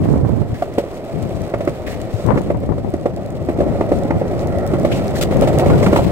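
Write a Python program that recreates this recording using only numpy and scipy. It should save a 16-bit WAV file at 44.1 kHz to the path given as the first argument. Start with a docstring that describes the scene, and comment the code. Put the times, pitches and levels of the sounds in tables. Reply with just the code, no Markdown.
"""Wind buffets the microphone over the rumble of a skateboard on a concrete sidewalk, heard from a
phone in the rider's hand, about a metre above the deck. The grain of the slabs drums the deck, and each
joint gives two clacks: front wheels, then rear. Grit ticks and dry leaves crunch and snap under the
wheels. The board gathers speed, the concrete grows coarser, and the deck thumps over broken slabs."""
import sys
import numpy as np
from scipy import signal
from scipy.fft import rfft, irfft, next_fast_len
from scipy.io import wavfile

SR = 44100
rng = np.random.default_rng(int(sys.argv[2]) if len(sys.argv) > 2 else 0)


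def to_wav(s):
    """Save 16-bit WAV."""
    ch = np.atleast_2d(s).T  # columns
    pcm = np.round(np.clip(ch, -1, 1) * 32767)  # PCM
    wavfile.write(sys.argv[1], SR, pcm.astype(np.int16))


N = 269617
TIME = np.arange(N) / SR
SIDES = np.array([[1], [-1]])  # left, right


def gain_of(db):
    """Decibels to amplitude."""
    return 10 ** (np.asarray(db) / 20)


def unit_rms(x):
    """Scales to rms 1."""
    return x / np.sqrt(np.mean(x ** 2) + 1e-20)


def curve_at(points, hz):
    """Reads a table on a log-frequency axis."""
    f, value = np.transpose(points)
    return np.interp(np.log(hz + 1), np.log(f + 1), value)


def add(mix, s, sound):
    """Mixes a sound in at time s."""
    part = mix[..., max(round(s * SR), 0):][..., :sound.shape[-1]]
    part += sound[..., :part.shape[-1]]


def wander(rate_hz):
    """A random curve of rms 1 that moves mostly slower than rate_hz."""
    hz = np.fft.rfftfreq(N, 1 / SR)
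    return unit_rms(irfft(rfft(rng.standard_normal(N)) * np.exp(-(hz / rate_hz) ** 2), N))


def response(db_at, size=4096):
    """Causal impulse response of energy 1 with the given spectral shape."""
    hz = abs(np.fft.fftfreq(size, 1 / SR))
    log_gain = np.log(gain_of(db_at(hz)) + 1e-6)
    taps = np.fft.ifft(np.exp(np.conj(signal.hilbert(log_gain)))).real[:size // 2]
    return taps / np.linalg.norm(taps)


def through(x, taps):
    """Convolves each row with an impulse response."""
    return signal.oaconvolve(x, taps[None], axes=1)[:, :x.shape[1]]


def colour(x, spectrum):
    """Gives each row a spectrum."""
    return through(x, response(lambda hz: curve_at(spectrum, hz)))


def body_db(modes, hz):
    """Gain of a struck body: the sum of its resonances."""
    power = sum((gain_of(db) / (1 + (2 * (hz - f) / width) ** 2)) ** 2 for f, width, db in modes)
    return 10 * np.log10(power)


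def band_db(hz, centre_hz, sharp):
    """A hump around one pitch."""
    return -10 * np.log10(1 + (sharp * np.log2((hz + 1) / centre_hz)) ** 2)


def grains(per_s, spread_db):
    """Two rows of random tiny impacts, a few much larger than the rest."""
    size = gain_of(spread_db * np.minimum(rng.exponential(1, (2, N)), 4))
    return unit_rms(size * rng.choice([-1, 1], (2, N)) * (rng.random((2, N)) < per_s / SR))


def burst(t, rise_s, decay_s):
    """Two rows of noise that swell quickly and die away."""
    return rng.standard_normal((2, len(t))) * (1 - np.exp(-t / rise_s)) * np.exp(-t / decay_s)


def swing(hz, rise_s, decay_s):
    """A few cycles that swell and die."""
    t = np.arange(SR // 6) / SR
    return (1 - np.exp(-t / rise_s)) * np.exp(-t / decay_s) * np.sin(2 * np.pi * hz * t)


def facing(side_db):
    """Gain at each microphone port: the one turned away from the wind gets less."""
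    return gain_of(np.minimum(SIDES * side_db, 0))


def street(x, wet_db, t60_s):
    """Adds faint scattered echoes from kerb and house fronts."""
    t = np.arange(SR // 3) / SR
    taps = rng.standard_normal((2, len(t))) * gain_of(-60 * t / t60_s) * (t > .012)
    taps /= np.linalg.norm(taps[0])
    return x + gain_of(wet_db) * signal.oaconvolve(x, taps, axes=1)[:, :N]


# how alike the phone's two ports hear the board: (frequency [Hz], likeness [0-1])
PORT_LIKENESS = [(100, .85), (300, .96), (700, .97), (1200, .66), (2200, .56), (4000, .42), (15000, .28)]
# their balance: (frequency [Hz], left minus right [dB])
PORT_BALANCE = [(100, 8), (400, -3.5), (700, -1), (1300, -4.5), (2400, 0.5), (4400, 2.5), (8000, 3.5),
                (14000, 9)]
def ports(x, left_lag_s=.00011):
    """The ports share the bass but not the treble; the left is brighter and farther from the board."""
    size = next_fast_len(N)
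    hz = np.fft.rfftfreq(size, 1 / SR)
    mid, side = rfft(x, size)
    likeness = np.clip(curve_at(PORT_LIKENESS, hz), 0, 1)
    shared = np.sqrt((1 + likeness) / 2) * mid
    apart = 1j * np.sqrt((1 - likeness) / 2) * side
    lean = gain_of(curve_at(PORT_BALANCE, hz) / 2)
    left = (shared - apart) * lean * np.exp(-2j * np.pi * hz * left_lag_s)
    right = (shared + apart) / lean
    return irfft(np.array([left, right]), size)[:, :N]


# steady air past the rider's hand: (time [s], strength [dB])
STEADY_AIR = [(0.0, -16), (0.95, -42), (2.15, -38), (2.5, -21), (3.15, -29), (3.9, -22.5), (4.4, -23),
              (5.2, -20.5), (5.8, -15.5), (6.11, -18)]
# gusts: (time [s], length [s], strength at the windward port [dB], left minus right [dB])
AIR_GUSTS = [(0.0, 0.13, -14, -13), (0.008, 0.49, -13.5, -29), (0.472, 0.1, -23.5, -2),
             (1.11, 0.2, -18.5, 16), (1.28, 0.21, -21, 23), (1.498, 0.27, -28.5, 1), (1.78, 0.34, -25, 27),
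             (2.238, 0.085, -8.5, 33), (2.295, 0.12, -18, -2.5), (2.696, 0.033, -12.5, 22),
             (2.854, 0.049, -15, 21), (3.515, 0.26, -16.5, 9), (3.932, 0.097, -17.5, 16),
             (4.117, 0.067, -15, 5), (4.61, 0.5, -20.5, -4), (5.334, 0.15, -12, 20),
             (5.659, 0.05, -9.5, -17), (5.695, 0.079, -7.5, 7), (5.963, 0.31, -14.5, 18)]
def airstream_db(left_lead_db=3, sway_db=0.4, sway_hz=3.8):
    """Strength of the air at each port: a swaying stream that favours the left, plus gusts."""
    sway = np.array([wander(sway_hz), wander(sway_hz)])
    steady_db = np.interp(TIME, *np.transpose(STEADY_AIR))
    power = gain_of(steady_db + SIDES * left_lead_db / 2 + sway_db * sway) ** 2
    for s, length_s, db, side_db in AIR_GUSTS:
        swell = signal.windows.tukey(int(length_s * SR), 0.48)
        add(power, s, (gain_of(db) * facing(side_db) * swell) ** 2)
    return 10 * np.log10(power)


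# spectra of wind right on the microphone: (frequency [Hz], relative level [dB])
WIND_RUMBLE = [(6, -24), (18, -20), (35, -11), (70, 0), (115, 1.5), (180, -5.5), (300, -12), (600, -31.5),
               (1500, -79), (5000, -82)]
WIND_BUFFET = [(40, -36.5), (150, 8), (300, 4.5), (550, -4.5), (1000, -19.5), (2000, -56.5), (4000, -64),
               (10000, -68)]
WIND_RASP = [(300, 12), (600, 14.5), (950, 11), (1400, 0), (2200, -10), (3000, -41), (3600, -43),
             (8000, -55)]
# hard eddies slapping it: (time [s], relative thud [dB], rasp [dB], left minus right [dB])
EDDY_SLAPS = [(0.056, -2, -21, 16), (0.088, -6, -23, 5), (0.124, -7, -25, -12), (0.138, 0, -17, -8),
              (0.161, -1.5, -23, -7), (0.249, -1.5, -17.5, -5), (0.294, 1, -37, -17),
              (0.387, -19, -36, -12), (0.418, -6, -27, -24), (1.194, -23, -45, 12), (1.258, -14, -46, 4),
              (2.262, -14, -27, 15), (2.276, -8, -17, 22), (2.287, -5.5, -7, 28), (2.3053, -9, -2.5, 34),
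              (2.311, -15, -25, 23), (2.319, -4, -7.5, 28), (2.343, -1.5, -14, -22), (2.3591, 1, -14, 14),
              (2.4085, -7, -22, 20), (2.546, -7, -17, 13), (2.691, -1.5, -16, 28), (2.721, -5, -16.5, 24),
              (2.847, -7, -18, 26)]
def wind():
    """Turbulence at each port: rumble, flutter and rasp that grow with the air, and eddies that pop."""
    air_db = airstream_db()
    lumps = np.array([wander(60), wander(50)])
    flutter = grains(per_s=700, spread_db=2.5) * gain_of(1.136 * air_db - 2 + 1.3 * lumps)
    rasp = grains(per_s=900, spread_db=1.5) * gain_of(1.78 * air_db - 10 + 2 * lumps)
    rumble = colour(rng.standard_normal((2, N)), WIND_RUMBLE)
    rumble *= gain_of(0.77 * air_db - 5.5 + 1.6 * lumps)
    t = np.arange(SR // 16) / SR
    for s, thud_db, rasp_db, side_db in EDDY_SLAPS:
        port_gain = facing(side_db)
        add(flutter, s, -gain_of(thud_db + 15) * port_gain)  # a push of air
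        add(rasp, s, -gain_of(rasp_db + 16) * port_gain)  # one sharp pop
        add(rasp, s, gain_of(rasp_db) * port_gain * burst(t, rise_s=.0012, decay_s=.008))
    return rumble + colour(flutter, WIND_BUFFET) + colour(rasp, WIND_RASP)


# large slow eddies at the phone: (time [s], level [dB], pitch [Hz], left minus right [dB])
SLOW_EDDIES = [(0.067, -11, 132, -7), (0.23, 1, 116, -12), (0.377, -10, 130, -12), (0.412, 0, 148, -23),
               (0.527, -6.5, 121, 7), (2.138, -0.5, 105.4, 27), (2.2492, -5, 138, 28), (2.27, -3, 112, 28),
               (2.332, -1, 141, -14), (2.554, -6, 126, 13)]
def whumps():
    """A large eddy rocks the air for a few swings at the port that faces it."""
    out = np.zeros((2, N))
    for s, db, hz, side_db in SLOW_EDDIES:
        add(out, s, -gain_of(db) * facing(side_db) * swing(hz, rise_s=.0032, decay_s=.0136))
    return out


# loose sand on the sidewalk: (time [s], length [s], level [dB])
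SAND_PATCHES = [(0.065, 0.1, -49), (0.933, 0.061, -50), (1.204, 0.043, -49), (1.339, 0.039, -48),
                (1.875, 0.06, -44), (2.07, 0.22, -47.5), (2.366, 0.039, -42.5), (3.35, 0.033, -64),
                (3.922, 0.073, -47), (4.39, 0.044, -45.5), (4.894, 0.12, -39.5), (5.145, 0.062, -34.5),
                (5.365, 0.026, -47), (5.814, 0.052, -35)]
# its spectrum under the tread: (frequency [Hz], relative level [dB])
SAND_SPECTRUM = [(1000, 11), (2000, 6), (4000, 13.5), (6000, 10), (8300, 9.5), (9800, -1), (13000, 3),
                 (16000, -11)]
def scuffs():
    """A patch of sand gives a short gritty swell as the wheels run through it."""
    swell = np.zeros(N)
    for s, length_s, db in SAND_PATCHES:
        add(swell, s, gain_of(db) * signal.windows.tukey(int(length_s * SR), .7))
    return colour(grains(per_s=8600, spread_db=7) * swell, SAND_SPECTRUM)


# brittle snap of grit and leaves: (frequency [Hz], relative level [dB])
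SNAP_SPECTRUM = [(1500, 20), (3500, 21), (6000, 14.5), (8300, 14.5), (9800, 7.5), (13000, 10.5), (16000, 5)]
# the largest grains in the wheels' path: (time [s], level [dB], pitch [Hz])
LARGE_GRIT = [(0.7385, -35, 8000), (0.9435, -37, 8000), (1.2265, -32.5, 8000), (1.292, -37, 9000),
              (1.4177, -31, 8500), (1.6515, -35, 9500), (1.695, -32, 8200), (2.0156, -28, 8400),
              (2.264, -28.5, 7000), (2.4166, -33, 11000), (2.5725, -44, 9000), (2.939, -32.5, 7000),
              (3.0115, -41, 8000), (3.1628, -32, 7000), (3.261, -34, 9000), (3.304, -35, 8000),
              (3.9875, -34, 8000), (4.0345, -32, 8500), (4.2812, -34.5, 7000), (4.393, -28, 4500),
              (4.472, -29.5, 8500), (4.585, -28.5, 9000), (4.665, -30, 11500), (4.675, -27, 10000),
              (4.7977, -30, 9000), (4.832, -33, 7500), (5.071, -35, 11000), (5.0805, -25.5, 6000),
              (5.369, -28.5, 8500), (5.411, -21, 10000), (5.586, -17.5, 8500)]
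def grit(small_per_s=16, small_db=-42.5, spread_db=4, small_hz=(4500, 14000)):
    """Each grain breaks with a pitched tick and a scatter of fragments; small ones lie all the way."""
    t = np.arange(SR // 16) / SR
    out = np.zeros((2, N))
    small_grit = [
        (place * N / SR, small_db + spread_db * (2 * size - 1), np.interp(pitch, (0, 1), small_hz))
        for place, size, pitch in rng.random((int(small_per_s * N / SR), 3))]
    for s, db, tick_hz in small_grit + LARGE_GRIT:
        tick = 1.3 * burst(t, rise_s=.0003, decay_s=.0012)
        fragments = .13 * burst(t, rise_s=.002, decay_s=.008)
        ring = response(lambda hz: curve_at(SNAP_SPECTRUM, hz) + band_db(hz, tick_hz, 1.5), size=1024)
        add(out, s, gain_of(db) * through(tick + fragments, ring))
    return out


# dry leaves and twigs underfoot: (time [s], length [s], crunch [dB], crunch pitch [Hz], crackle [dB])
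DRY_LEAVES = [(0.037, 0.036, -40, 1830, -52), (0.541, 0.078, -42.5, 1860, -49.5),
              (1.865, 0.089, -34, 1950, -46.5), (4.914, 0.086, -31, 2500, -57),
              (5.149, 0.05, -46, 1860, -40.5), (5.21, 0.03, -50, 2480, -24)]
def leaves(press_s=.0025, break_s=.0207, crumple_db=-9.5, crackle_hz=8300):
    """A leaf breaks in a dense run of snaps, which crunch at its own pitch and crackle above it."""
    out = np.zeros((2, N))
    run = grains(per_s=12000, spread_db=2.5) * gain_of(2.2 * wander(340))
    splinters = response(lambda hz: curve_at(SNAP_SPECTRUM, hz) + band_db(hz, crackle_hz, sharp=.35))
    for s, length_s, crunch_db, crunch_hz, crackle_db in DRY_LEAVES:
        t = np.arange(0, length_s, 1 / SR)
        press = np.minimum(np.minimum(t, length_s - t) / press_s, 1)
        snaps = run[:, round(s * SR):][:, :len(t)] * press
        breaking = gain_of(crumple_db * (t > break_s))  # breaks first, then crumples more softly
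        crunch = through(snaps * breaking, response(lambda hz: 2 * band_db(hz, crunch_hz, sharp=2.5)))
        add(out, s, gain_of(crunch_db) * crunch + gain_of(crackle_db) * through(snaps, splinters))
    return out


# stems among the crushed leaves: (time [s], level [dB], pitch [Hz])
DRY_STEMS = [(1.8635, -31, 2400), (1.8722, -25, 2010), (4.916, -23, 1900), (4.9238, -21, 2920),
             (5.163, -23.5, 1800)]
def stems():
    """A dry stem gives way with one short pitched crack."""
    t = np.arange(SR // 16) / SR
    out = np.zeros((2, N))
    for s, db, stem_hz in DRY_STEMS:
        ring = response(lambda hz: 1.5 * band_db(hz, stem_hz, sharp=7))
        add(out, s, gain_of(db) * through(burst(t, rise_s=.0003, decay_s=.004), ring))
    return out


# the ride along the sidewalk: (time [s], speed [m/s])
BOARD_SPEED = [(0.62, 2.24), (1.54, 2.63), (2.37, 2.79), (2.94, 3.03), (3.49, 3.08), (3.81, 3.29),
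               (4.11, 3.31), (4.73, 3.17), (5.31, 3.25), (5.83, 3.55)]
def speed_at(s):
    """Speed of the board in m/s."""
    return np.interp(s, *np.transpose(BOARD_SPEED))


def rear_time(s, wheelbase_m=.358):
    """When the rear wheels reach the place that the front wheels passed at time s."""
    return s + wheelbase_m / speed_at(s)


# slabs before, between and after the joints: (coarseness [dB], sand [dB])
SLAB_SURFACES = [(-30, -49), (-27.5, -48.5), (-28, -47.5), (-33, -54), (-30, -55), (-25, -50.5), (-26, -52),
                 (-25, -51), (-24.5, -46.5), (-21.5, -42.5), (-26, -42)]
def surface_db():
    """Coarseness and sand under the board: each axle rides one slab until it crosses the next joint."""
    joint_s = np.transpose(SLAB_JOINTS)[0]
    power = gain_of(SLAB_SURFACES) ** 2
    front = power[np.searchsorted(joint_s, TIME)]
    rear = power[np.searchsorted(rear_time(joint_s), TIME)]
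    return 10 * np.log10((front + rear).T / 2)


# exposed pebbles in the concrete: (time [s], length [s], extra growl [dB], extra whirr [dB])
PEBBLE_PATCHES = [(4.42, 0.42, 9, 8.5), (5.38, .32, 5.5, -0.5)]
def pebbles_db():
    """The deck's growl and the wheels' whirr swell over a patch of pebbles."""
    extra = np.zeros((2, N))
    for s, length_s, growl_db, whirr_db in PEBBLE_PATCHES:
        add(extra, s, np.array([[growl_db], [whirr_db]]) * signal.windows.tukey(int(length_s * SR), .5))
    return extra


# resonances of the deck below the phone: (frequency [Hz], width [Hz], relative level [dB])
DECK_MODES = [(179, 280, 1), (367, 155, 3), (432, 420, -4.5), (578, 390, 1), (642, 277, -0.5)]
def deck_db(hz, tread_hz=846):
    """The deck's resonances, driven through a soft tread that passes little above tread_hz."""
    return body_db(DECK_MODES, hz) - 10 * np.log10(1 + (hz / tread_hz) ** 9.8)


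# the board's lasting modes: (frequency [Hz], relative level [dB], time to fall 60 dB [s])
LASTING_MODES = [(390, -11, .035), (562, 0, .075), (660, -4, .06), (1163, -24, .05), (1238, -20, .06),
                 (2240, -29, .08)]
def after_ring(rise_s=.005):
    """The board rings on after a blow: an impulse response of energy 1."""
    t = np.arange(SR // 8) / SR
    taps = sum(gain_of(db - 60 * t / t60) * np.sin(2 * np.pi * hz * t) for hz, db, t60 in LASTING_MODES)
    taps *= 1 - np.exp(-t / rise_s)
    return taps / np.linalg.norm(taps)


# wheel resonances, before sharpening: (frequency [Hz], width [Hz], relative level [dB])
WHEEL_MODES = [(1310, 230, 1), (1944, 420, -1.5)]
# wheel roar and tread hiss from hand height: (frequency [Hz], relative level [dB])
WHEEL_ROAR = [(500, -19.5), (800, -7.5), (1000, 5), (1230, 4), (1620, -3.5), (1900, -1), (2350, -4.5),
              (3000, -23), (5000, -17.5), (12000, -45)]
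TREAD_HISS = [(1200, 6.5), (2500, 14.5), (4000, 10), (5500, 4.5), (7000, 3), (8250, 6), (9600, -4.5),
              (12500, -1), (16000, -6)]
def rolling(cruise_m_per_s=3.0, db_per_doubling=7, growl_hz=565):
    """The concrete's grain drums the deck, roars in the wheels and hisses at the tread."""
    speed_db = db_per_doubling * np.log2(speed_at(TIME) / cruise_m_per_s)
    coarse_db, sand_db = surface_db() + speed_db
    growl_db, whirr_db = pebbles_db()
    load = wander(86)  # the weight on the wheels flutters
    sand_flicker_db = 1.8 * wander(40)
    drumming = through(grains(per_s=2500, spread_db=1.5), response(deck_db))
    # coarse concrete makes the wheels hop, which brings out the deck's hollow growl
    hollow = response(lambda hz: deck_db(hz) + band_db(hz, growl_hz, sharp=11))
    growl = through(grains(per_s=500, spread_db=5), hollow)
    wheel_ring = response(lambda hz: 1.8 * body_db(WHEEL_MODES, hz))
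    whirr = through(grains(per_s=3000, spread_db=2), wheel_ring)
    roar = colour(grains(per_s=6000, spread_db=4), WHEEL_ROAR)
    sand = 0.69 * grains(per_s=6700, spread_db=7) + 0.64 * rng.standard_normal((2, N))
    hiss = colour(sand, TREAD_HISS)
    ringing = through(grains(per_s=830, spread_db=3.5), after_ring())
    return (drumming * gain_of(coarse_db + 1 + 0.48 * load)
            + ringing * gain_of(coarse_db - 13.5 + 5.7 * load)
            + growl * gain_of(2 * coarse_db + growl_db + 12 + 0.89 * load)
            + whirr * gain_of(1.49 * coarse_db + whirr_db - 12.5 + load)
            + roar * gain_of(0.48 * coarse_db + 0.52 * sand_db - 4.5 + 0.28 * load)
            + hiss * gain_of(sand_db + 2.2 + 1.3 * load + sand_flicker_db))


# resonances of wheels and trucks: (frequency [Hz], width [Hz], relative level [dB])
TRUCK_MODES = [(830, 250, 12.5), (1154, 340, 9.5), (1378, 166, 3.5), (2030, 800, 2.5), (2340, 7100, -19.5)]
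# crumbled spots in the sidewalk: (time [s], length [s], level [dB], contact pitch [Hz])
CRUMBLED_SPOTS = [(5.418, 0.023, -16, 610), (5.474, 0.035, -22.5, 644), (5.618, 0.026, -15, 654),
                  (5.959, 0.0062, -9.5, 1190), (5.988, 0.0087, -11, 816)]
def skips(hop_count=7, ring_db=-11):
    """A wheel patters over crumbled concrete in a quick run of hops, and deck and trucks ring on."""
    out = np.zeros((2, N))
    modes = DECK_MODES + [(f, width, db - 19) for f, width, db in TRUCK_MODES]
    for s, length_s, db, contact_hz in CRUMBLED_SPOTS:
        hops = np.zeros((2, SR // 8))
        for slot, (delay, size) in enumerate(rng.random((hop_count, 2))):
            add(hops, (slot + delay) * length_s / hop_count, np.full((2, 1), -.5 - size))
        ring = response(lambda hz: body_db(modes, hz) + 2 * band_db(hz, contact_hz, sharp=1.2))
        patter = through(hops, ring) + gain_of(ring_db) * through(hops, after_ring())
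        add(out, s, gain_of(db) * np.sqrt(length_s * SR) * patter / np.linalg.norm(patter[0]))
    return out


# low thumps of the deck on broken concrete, and one of wind on the microphone:
# (time [s], level [dB], pitch [Hz])
LOW_THUMPS = [(5.571, -5, 134), (5.706, -6.5, 119), (5.764, -4, 128), (5.808, -10, 113), (5.866, -2, 191.5),
              (6.018, -5, 142)]
def thumps():
    """The flexing deck, or once the wind, gives a few slow swings that reach both ports alike."""
    out = np.zeros(N)
    for s, db, hz in LOW_THUMPS:
        add(out, s, gain_of(db) * swing(hz, rise_s=.0034, decay_s=.017))
    return out


# slanting blows on a truck: (time [s], level [dB], pitch [Hz])
TRUCK_PINGS = [(0.6225, -7.5, 703), (3.809, -15, 910), (5.733, -18.5, 1436)]
def pings():
    """A truck hit at a slant rings at one clear pitch, heard alike at both ports."""
    out = np.zeros(N)
    for s, db, hz in TRUCK_PINGS:
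        add(out, s, gain_of(db) * swing(hz, rise_s=.0016, decay_s=.0065))
    return out


# joints passing under the phone, levels relative: (time [s], front blow [dB], rear blow [dB],
# front pitch [Hz], rear pitch [Hz], front crack [dB], rear crack [dB], rear snap [dB], after-ring [dB])
SLAB_JOINTS = [(0.6206, -9.5, -1.5, 684, 382, -38, -35, -43.5, -4),
               (1.5375, -6.5, -5.5, 516, 370, -32.5, -33, -51.5, -5.5),
               (2.373, -6, -5, 304, 450, -32, -35.5, -59, -6),
               (2.938, -8, -3, 273, 464, -43.5, -36.5, -53, -8),
               (3.4863, -7, -4, 327, 432, -37, -38.5, -52.5, -4.5),
               (3.8076, -3.5, -0.5, 384, 412, -32.5, -37, -50, -8),
               (4.105, -7, -5.5, 318, 490, -31, -42, -66, -12),
               (4.7342, -5.5, -2, 338, 530, -35.5, -33, -46.5, -15),
               (5.308, -11, -6.5, 482, 550, -42, -36, -44.5, -6),
               (5.827, -8.5, 0, 533, 366, -28, -28, -45, -6)]
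# bumps that catch one wheel, levels relative: (time [s], blow [dB], crack [dB], snap [dB], pitch [Hz])
WHEEL_BUMPS = [(1.605, -11.5, -41, -52.5, 560), (2.633, -15, -45.5, -66, 403),
               (2.7783, -17.5, -47, -58, 516), (3.4975, -13, -53, -65, 276), (3.586, -8, -50, -56, 330),
               (3.664, -12, -59, -64, 328), (4.052, -14, -45, -71, 250), (5.321, -14, -37.5, -61, 560),
               (5.358, -17, -55, -66, 560), (5.425, -7.5, -36, -53, 556), (5.472, -6.5, -38, -44, 600),
               (5.5755, -7, -42, -54, 604), (5.593, -6, -37, -42.5, 680), (5.658, -7.5, -36, -47, 640),
               (5.698, -15, -32, -49, 269), (5.733, -12.5, -44, -59, 300), (5.861, -8, -26.5, -43, 323),
               (5.9595, -19, -33, -39.5, 327), (5.970, -8.5, -38, -43, 330)]
def strikes(front_snap_db=-6.5, bump_ring_db=-15):
    """Two blows at a joint, one at a bump; the rear wheels carry more weight and snap more grit."""
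    for (s, front_db, rear_db, front_hz, rear_hz,
         front_crack_db, rear_crack_db, snap_db, ring_db) in SLAB_JOINTS:
        yield s, front_db, front_crack_db, snap_db + front_snap_db, front_hz, ring_db
        yield rear_time(s), rear_db, rear_crack_db, snap_db, rear_hz, ring_db
    for bump in WHEEL_BUMPS:
        yield (*bump, bump_ring_db)


def clacks(typical_cross_s=.0037, typical_bounce_s=.00921):
    """A wheel drops off one slab and cracks against the next; the board rings, its trucks chatter."""
    t = np.arange(SR // 8) / SR
    knock, crack, snap = np.zeros((3, 2, N))
    lasting = after_ring()
    blow = -np.ones((2, 1))
    for s, blow_db, crack_db, snap_db, contact_hz, ring_db in strikes():
        uneven = 1 + .13 * rng.uniform(-1.21, 1, 2)
        cross_s, bounce_s = uneven * [typical_cross_s, typical_bounce_s]
        force = np.zeros((2, len(t)))
        add(force, 0, .73 * blow)  # drops into the gap
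        add(force, cross_s, blow)  # strikes the far edge
        add(force, cross_s + bounce_s, .22 * blow)  # bounces once
        # the springy tread passes a broad band around the pitch of its contact
        ring = response(lambda hz: deck_db(hz) + band_db(hz, contact_hz, sharp=2.2))
        add(knock, s + .00015, gain_of(blow_db + 18.2) * through(force, ring))
        add(knock, s + cross_s + .00045, gain_of(blow_db + ring_db + 15) * blow * lasting)
        rattle = 5 * force + .9 * burst(t, rise_s=.0012, decay_s=.0075)
        add(crack, s + .000856, gain_of(crack_db + 15) * rattle)
        add(snap, s + .0018, gain_of(snap_db + 15) * burst(t, rise_s=.00026, decay_s=.014))
    truck_ring = response(lambda hz: body_db(TRUCK_MODES, hz))
    return knock + through(crack, truck_ring) + colour(snap, TREAD_HISS)


def scene():
    """The board a metre below, the street around, the wind right on the microphone."""
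    board = rolling() + clacks() + skips() + grit() + scuffs() + leaves() + stems()
    return ports(street(board, wet_db=-13.5, t60_s=.076)) + thumps() + pings() + wind() + whumps()


def record(dry):
    """The phone rounds off the loudest peaks at full scale and cuts the highest treble."""
    rounded = dry / (1 + dry ** 8) ** (1 / 8)
    lowpass = signal.firwin(511, cutoff=16100, window=("kaiser", 9), fs=SR)
    return signal.oaconvolve(rounded, lowpass[None], "same")


dry = scene()
out = record(dry)
to_wav(out)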